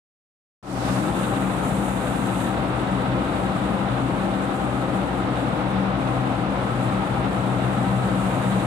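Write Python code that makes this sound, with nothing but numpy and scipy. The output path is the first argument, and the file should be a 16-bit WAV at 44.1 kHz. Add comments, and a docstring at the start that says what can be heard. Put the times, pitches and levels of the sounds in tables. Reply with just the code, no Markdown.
"""In a small workshop with hard walls, a forced-air oil burner fires steadily on the floor.
Its swirling flame roars and keeps the room booming with standing waves, the low notes that
build up between walls. The blower's air rasps through a duct and hisses at the nozzle.
The sound fades in from silence and is heard through two unlike microphone openings (ports)."""
import sys
import numpy as np
from scipy.fft import rfft, irfft, next_fast_len
from scipy.io import wavfile
from scipy.ndimage import uniform_filter1d, minimum_filter1d, map_coordinates

SR = 44100
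rng = np.random.default_rng(int(sys.argv[2]) if len(sys.argv) > 2 else 0)


def inscribe(sig):
    """Save sig as 16-bit PCM at rate SR to the path in sys.argv[1].

    A 1-D sig is mono; a 2-D sig holds one channel per row.
    Samples are clipped to [-1, 1] before scaling.
    """
    pcm = np.round(np.clip(np.atleast_2d(sig).T, -1, 1) * 32767)
    wavfile.write(sys.argv[1], SR, pcm.astype(np.int16))


N = 381906
TIME = np.arange(N) / SR
PADDED = 2 * next_fast_len(N // 2 + SR // 20)
FREQS = np.maximum(np.fft.rfftfreq(PADDED, 1 / SR), 1)


def from_db(db):
    """Turn decibels into a number to multiply by."""
    return 10 ** (np.asarray(db) / 20)


def in_time(rows):
    """Join a table's rows into curves over time, one for each column after the first."""
    seconds, *columns = np.transpose(rows)
    return [np.interp(TIME, seconds, column) for column in columns]


def over_hz(points):
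    """Join a table's rows into a curve from low pitch to high."""
    hz, value = np.transpose(points)
    return np.interp(np.log(FREQS), np.log(hz), value)


def white():
    """The spectrum of white noise: all frequencies equally strong on average."""
    return rfft(rng.standard_normal(PADDED)) * np.sqrt(SR / 2)


def drift(rate_hz):
    """A random wobble, about 1 in size."""
    slow = irfft(white() / (1 + (FREQS / rate_hz) ** 2))[:N]
    return slow / slow.std()


def low_pass(x, edge_hz, order):
    """Cut the treble above an edge; a higher order cuts more sharply."""
    return irfft(rfft(x, PADDED) / np.sqrt(1 + (FREQS / edge_hz) ** (2 * order)))[:, :N]


def resonances(modes):
    """A filter that rings at the given notes and dies away above the highest."""
    peaks = sum((-1) ** k * from_db(db) / (1 + 1j * (FREQS ** 2 - hz ** 2) / (FREQS * width))
                for k, (hz, width, db) in enumerate(modes))
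    return peaks / (1 + (FREQS / (2 * modes[-1][0])) ** 2)


def evened(x, span_s):
    """Hold the average level at 1; flutter quicker than the span stays."""
    size = max(int(span_s * SR), 2)
    power = uniform_filter1d(uniform_filter1d(x.mean(axis=0) ** 2, size), size)
    return x / np.sqrt(power + 1e-20)


def wavering(x, share, rate_hz):
    """Let the pitch wander by a small share of itself."""
    place = np.arange(N) + np.cumsum(share * drift(rate_hz))
    return np.array([map_coordinates(channel, [place], order=1, mode="mirror") for channel in x])


def pan(left_db):
    """Two gains that put the left side left_db above the right."""
    return from_db(np.vstack([left_db / 2, -left_db / 2]))


def air_noise(colour, left_db):
    """Hiss with a given tone colour, unrelated at the two ports."""
    return irfft(np.array([white(), white()]) * from_db(over_hz(colour)))[:, :N] * pan(left_db)


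# How the ports differ. Each row: frequency in Hz, left minus right in dB.
PORT_BALANCE = [(60, 5.0), (300, 6.7), (520, 3), (750, 3.3), (1000, 4.6), (1450, 2.8), (1950, -2),
                (2500, -4.5), (3400, -1), (4400, -2.5), (5600, -10)]
# How alike they sound. Each row: frequency in Hz, likeness from 0 to 1.
PORT_LIKENESS = [(60, 0.87), (140, 1), (280, 0.85), (620, 0.77), (950, 0.48), (1400, 0.0078), (2500, 0.059)]
LEFT_LAG_S, PORT_LOW_CUT_HZ = .00017, 52

def at_ports(response):
    """Filtered noise of swirling air: long waves reach both ports alike, short ones do not."""
    alike = np.clip(over_hz(PORT_LIKENESS), 0, 1)
    shared = np.sqrt((1 + alike) / 2) * white()
    apart = np.sqrt((1 - alike) / 2) * white()
    delay = np.exp(-2j * np.pi * FREQS * LEFT_LAG_S)
    ports = np.array([(shared + apart) * delay, shared - apart])
    low_cut = 1 / np.sqrt(1 + (PORT_LOW_CUT_HZ / FREQS) ** 6)
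    return irfft(ports * response * low_cut * pan(over_hz(PORT_BALANCE)))[:, :N]


def microphone_hiss(level_db):
    """The microphone's own faint, even hiss."""
    return from_db(level_db) * irfft(np.array([white(), white()]))[:, :N]


# Each row: pitch in Hz, half-width in Hz, strength in dB.
WHISTLE_PEAKS = [(11275, 50, -94.5), (11530, 120, -101)]

def whistles():
    """Two thin, high whistles on the left."""
    peaks = sum(from_db(db) / (1 + ((FREQS - hz) / width) ** 2) for hz, width, db in WHISTLE_PEAKS)
    return irfft(white() * peaks)[:N] * [[1], [0]]


# The fine hiss over time. Each row: time in seconds, gain in dB.
SPRAY_GAIN = [(2.48, -2), (2.75, -22), (7.1, -18), (7.6, -14), (8.3, -21)]
# Its tone colour. Each row: frequency in Hz, strength in dB.
SPRAY_SPECTRUM = [(5000, -118), (6500, -99), (7900, -97), (10000, -100), (14200, -99)]

def spray():
    """A fine, wide hiss holds at first, drops away and creeps partly back."""
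    gain_db, = in_time(SPRAY_GAIN)
    return from_db(gain_db) * air_noise(SPRAY_SPECTRUM, left_db=12.0)


# Tone colour of the opening rush. Each row: frequency in Hz, strength in dB.
RUSH_SPECTRUM = [(2500, -100), (4200, -77.5), (5500, -79), (7000, -84), (10000, -105)]

def air_rush(gain_db, drop_at_s, sag_db_per_s, drop_db_per_s):
    """An extra hiss from the jet sags slowly at first, then dies away fast."""
    since_drop = TIME - drop_at_s
    lost_db = np.maximum(sag_db_per_s * since_drop, drop_db_per_s * since_drop)
    return from_db(gain_db - lost_db) * air_noise(RUSH_SPECTRUM, left_db=-9.0)


# The air jet at the nozzle. Each row: time in seconds, level in dB.
JET_LEVEL = [(0.88, -47.5), (1.14, -48.3), (1.2, -45), (1.27, -48), (2.48, -47.5), (2.55, -54), (2.85, -56),
             (3.02, -55.5), (3.16, -58), (3.23, -54.5), (3.55, -54), (3.7, -53), (3.77, -56.5), (3.9, -57),
             (3.96, -54), (4.45, -53), (5.2, -56), (5.5, -55), (5.66, -59), (5.8, -58.5), (5.96, -61),
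             (5.985, -56), (6.35, -56), (6.48, -62), (6.53, -55), (7.0, -54.5), (7.17, -54.5),
             (7.23, -58.5), (7.3, -54.5), (8.2, -50), (8.62, -49.5)]
# Its tone colour. Each row: frequency in Hz, relative strength in dB.
JET_SPECTRUM = [(3500, -115), (5200, -99), (6200, -88), (7000, -83.5), (7900, -80.5), (9000, -80.5),
                (10200, -85.5), (11300, -89.5), (12500, -93.5), (14200, -100)]

def nozzle(flutter_db, flutter_hz, edge_hz, brightening):
    """The jet's hiss flutters and beams at the right port; the weaker it is, the duller."""
    level_db, = in_time(JET_LEVEL)
    hiss = evened(air_noise(JET_SPECTRUM, left_db=-22.5), span_s=0.065)
    dull = low_pass(hiss, edge_hz, order=8)
    treble = (hiss - dull) * from_db(brightening * (level_db - level_db.mean()))
    return from_db(level_db + flutter_db * drift(flutter_hz)) * (dull + treble)


# The notes the duct rings at. 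Each row: pitch in Hz, width in Hz, strength in dB.
DUCT_NOTES = [(1548, 55, -66.5), (1820, 14, -68.5), (1963, 30, -73.5), (2720, 230, -78.5),
              (3590, 270, -77.5), (3960, 230, -80.5), (4520, 200, -89)]
# Air flow through the duct. Each row: time in seconds, gain in dB.
DUCT_FLOW = [(0.78, -6), (0.87, 3.5), (1.8, -2.5), (2.25, 2.5), (2.7, 0.5), (5.5, -2.5), (7.4, -4),
             (7.75, 2.5), (8.0, -4), (8.4, 2)]

def blower(flutter_db, flutter_hz):
    """Air rasps through the blower and makes its duct ring."""
    flow_db, = in_time(DUCT_FLOW)
    return from_db(flow_db + flutter_db * drift(flutter_hz)) * at_ports(resonances(DUCT_NOTES))


# The strongest standing waves. Each row: pitch in Hz, how far it wanders in Hz.
TONE_PITCHES = [(64.2, 1.52), (125.3, 1.11), (192.2, 0.91), (269.2, 1.58), (305, 2.07)]
# Their levels between surges. Each row: time in seconds, then a level in dB for each of the five.
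TONE_LEVELS = [(0.9, -48, -34, -31, -41, -41), (2.4, -41, -37, -38, -41, -42),
               (4.0, -41, -38, -39, -37, -44.5), (5.4, -45, -34.5, -42, -46, -44.5),
               (6.8, -41, -39.5, -39.5, -40, -40.5), (7.9, -41, -29, -33.5, -43, -46.5),
               (8.5, -49, -29.5, -37.5, -48, -42)]
# Brief surges. Each row: time of the peak in seconds, rough pitch in Hz, rise in dB,
# half the length in seconds.
TONE_SURGES = [(0.95, 125, 6, 0.059), (1.49, 192, 5, 0.092), (1.738, 192, 8, 0.09), (2.31, 192, 9.5, 0.13),
               (2.95, 192, 9.5, 0.13), (3.11, 125, 9, 0.079), (3.454, 192, 8.5, 0.053),
               (3.696, 192, 10, 0.11), (3.92, 269, 9, 0.048), (4.02, 125, 7.5, 0.27),
               (4.052, 269, 10, 0.036), (4.246, 192, 13.5, 0.1), (4.43, 192, 10.5, 0.075),
               (4.715, 125, 6, 0.062), (4.992, 192, 11, 0.083), (5.23, 192, 12, 0.098),
               (5.274, 305, 12, 0.044), (5.296, 269, 16, 0.044), (5.805, 192, 15, 0.16),
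               (5.967, 269, 15, 0.034), (6.16, 305, 8, 0.07), (6.2, 125, 7.5, 0.083), (6.4, 305, 11, 0.05),
               (6.51, 192, 8, 0.15), (6.787, 125, 12, 0.14), (6.97, 192, 12, 0.083), (7.222, 125, 7, 0.036),
               (7.52, 125, 9, 0.027), (8.137, 192, 8.5, 0.28), (8.6, 192, 13, 0.12)]
SURGE_REACH_HZ = 15

def held_tone(hz, wander_hz, level_db):
    """The flame keeps one standing wave singing; it wanders in pitch and takes any surge near it."""
    phase = 2 * np.pi * np.cumsum(hz + wander_hz * drift(rate_hz=2.83)) / SR
    left_lag = 2 * np.pi * hz * LEFT_LAG_S
    left_db = np.interp(hz, *np.transpose(PORT_BALANCE))
    tone = pan(left_db) * np.sqrt(2) * np.sin([phase - left_lag, phase])
    surge_db = sum(rise_db * np.exp(-((TIME - peak_s) / half_s) ** 2)
                   for peak_s, pitch, rise_db, half_s in TONE_SURGES if abs(pitch - hz) < SURGE_REACH_HZ)
    return from_db(level_db + surge_db) * tone


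def held_tones():
    """Five low tones sing together in the room."""
    return sum(held_tone(hz, wander_hz, level_db)
               for (hz, wander_hz), level_db in zip(TONE_PITCHES, in_time(TONE_LEVELS)))


# Four groups of standing waves, low to high. Each row: pitch in Hz, width in Hz, relative strength in dB.
DEEP_NOTES = [(51.3, 3, -47.5), (60, 5.5, -51), (64.3, 4.6, -49.5)]
LOW_NOTES = [(101.2, 5.4, -59.5), (112, 1.8, -44.5), (124.1, 5.9, -48.5), (132.8, 3, -48)]
MIDDLE_NOTES = [(163, 24, -56), (176.1, 4.9, -43.5), (191.5, 8.2, -43.5), (209.8, 3.4, -49.5),
                (223.6, 4.5, -50)]
HIGH_NOTES = [(247, 23, -63.5), (269.2, 3.6, -45.5), (287.3, 10.2, -50.5), (304.5, 9.7, -52),
              (335.6, 16.5, -53.5), (351.7, 29, -55.5), (400.7, 4, -56.5)]
# How loud each group is; the booms grow as the microphone turns to a corner of the room.
# Each row: time in seconds, level in dB.
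DEEP_BOOM = [(0.8, -40), (2.0, -41.5), (5.3, -42.5), (7.2, -40), (7.9, -41)]
LOW_BOOM = [(0.9, -39.5), (3.0, -37.5), (5.5, -39.5), (6.7, -34.5), (7.9, -33.5)]
MIDDLE_BOOM = [(0.9, -36), (1.6, -32), (2.9, -32.5), (4.0, -37), (5.3, -35.5), (6.3, -38.5), (7.3, -33.5),
               (8.4, -29)]
HIGH_BOOM = [(1.0, -31.5), (2.0, -38), (3.0, -32.5), (4.0, -37), (4.19, -31.5), (4.4, -34), (5.5, -35.5),
             (7.5, -37), (8.4, -35)]

def standing_waves(notes, levels, span_s, swell_db=1.3, swell_hz=8.1):
    """The flame feeds a group of room notes now more, now less, and they throb against each other."""
    level_db = in_time(levels)[0] + swell_db * np.clip(drift(swell_hz), -2, 2)
    return from_db(level_db) * evened(at_ports(resonances(notes)), span_s)


def room_boom():
    """All four groups boom between the hard walls."""
    return (standing_waves(DEEP_NOTES, DEEP_BOOM, span_s=0.078)
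            + standing_waves(LOW_NOTES, LOW_BOOM, span_s=0.067)
            + standing_waves(MIDDLE_NOTES, MIDDLE_BOOM, span_s=0.13)
            + standing_waves(HIGH_NOTES, HIGH_BOOM, span_s=0.13))


# Tone colour of the rumble. Each row: frequency in Hz, strength in dB.
RUMBLE_SPECTRUM = [(15, -82), (33, -80), (46, -78), (62, -89), (84, -71), (115, -55.5), (240, -54.5),
                   (330, -56.5), (430, -67.5), (800, -100), (3000, -150)]

def flame_rumble():
    """The swirling flame makes a broad, low rumble."""
    return at_ports(from_db(over_hz(RUMBLE_SPECTRUM)))


# The notes of the burner pipe and fire pot. Each row: pitch in Hz, width in Hz, relative strength in dB.
PIPE_NOTES = [(506.2, 29.5, -53.5), (620, 54, -57), (785, 25, -50.5), (1238, 24, -57.5), (1307.5, 20, -54)]
# Tone colour of the roar. Each row: frequency in Hz, relative strength in dB.
ROAR_SPECTRUM = [(200, -62.5), (390, -62), (480, -58.5), (680, -57), (900, -58), (1120, -60), (1400, -61.5),
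                 (1560, -65.5), (1700, -67.5), (2400, -71.5), (3200, -75.5), (3750, -77), (4100, -80.5),
                 (4500, -85), (5500, -92.5), (7000, -100), (12000, -130)]
# The roar stays nearly even. Each row: time in seconds, level in dB.
FLAME_LEVEL = [(0.78, -28.5), (0.86, -29), (1.5, -28.5), (1.8, -29.5), (3.3, -28.5), (4.3, -29),
               (5.5, -28.5), (7.5, -28.5), (8.5, -28)]

def flame_roar(flutter_db, flutter_hz):
    """Burning swirls roar in uneven puffs and ring the pipe, whose pitch wavers with the gas's heat."""
    level_db, = in_time(FLAME_LEVEL)
    pipe = wavering(at_ports(resonances(PIPE_NOTES)), share=0.00356, rate_hz=4.03)
    roar = at_ports(from_db(over_hz(ROAR_SPECTRUM))) + pipe
    puffs = from_db(flutter_db * drift(flutter_hz))
    return from_db(level_db) * evened(roar * puffs, span_s=0.37)


def scene():
    """Room, flame and moving air together."""
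    room = room_boom() + held_tones()
    flame = flame_rumble() + flame_roar(flutter_db=0.66, flutter_hz=30.6)
    duct = blower(flutter_db=3.5, flutter_hz=25)
    jet = nozzle(flutter_db=1.2, flutter_hz=11, edge_hz=12000, brightening=0.38) + spray()
    rush = air_rush(gain_db=-2.5, drop_at_s=0.94, sag_db_per_s=3, drop_db_per_s=65)
    return room + flame + duct + jet + rush + microphone_hiss(level_db=-112) + whistles()


def limiter(x, top_db, hold_s):
    """Turn each side down smoothly around peaks that pass the top."""
    size = max(int(hold_s * SR), 2)
    allowed = np.minimum(1, from_db(top_db) / (np.abs(x) + 1e-9))
    return x * uniform_filter1d(minimum_filter1d(allowed, size), size)


def record(dry):
    """Hold down the peaks, fade in from silence and cut the highest treble."""
    limited = limiter(dry, top_db=-11.4, hold_s=.008)
    fade_in = np.interp(TIME, [.627, .628, .855], [0, .09, 1])
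    return low_pass(limited * fade_in, edge_hz=14300, order=400)


dry = scene()
out = record(dry)
inscribe(out)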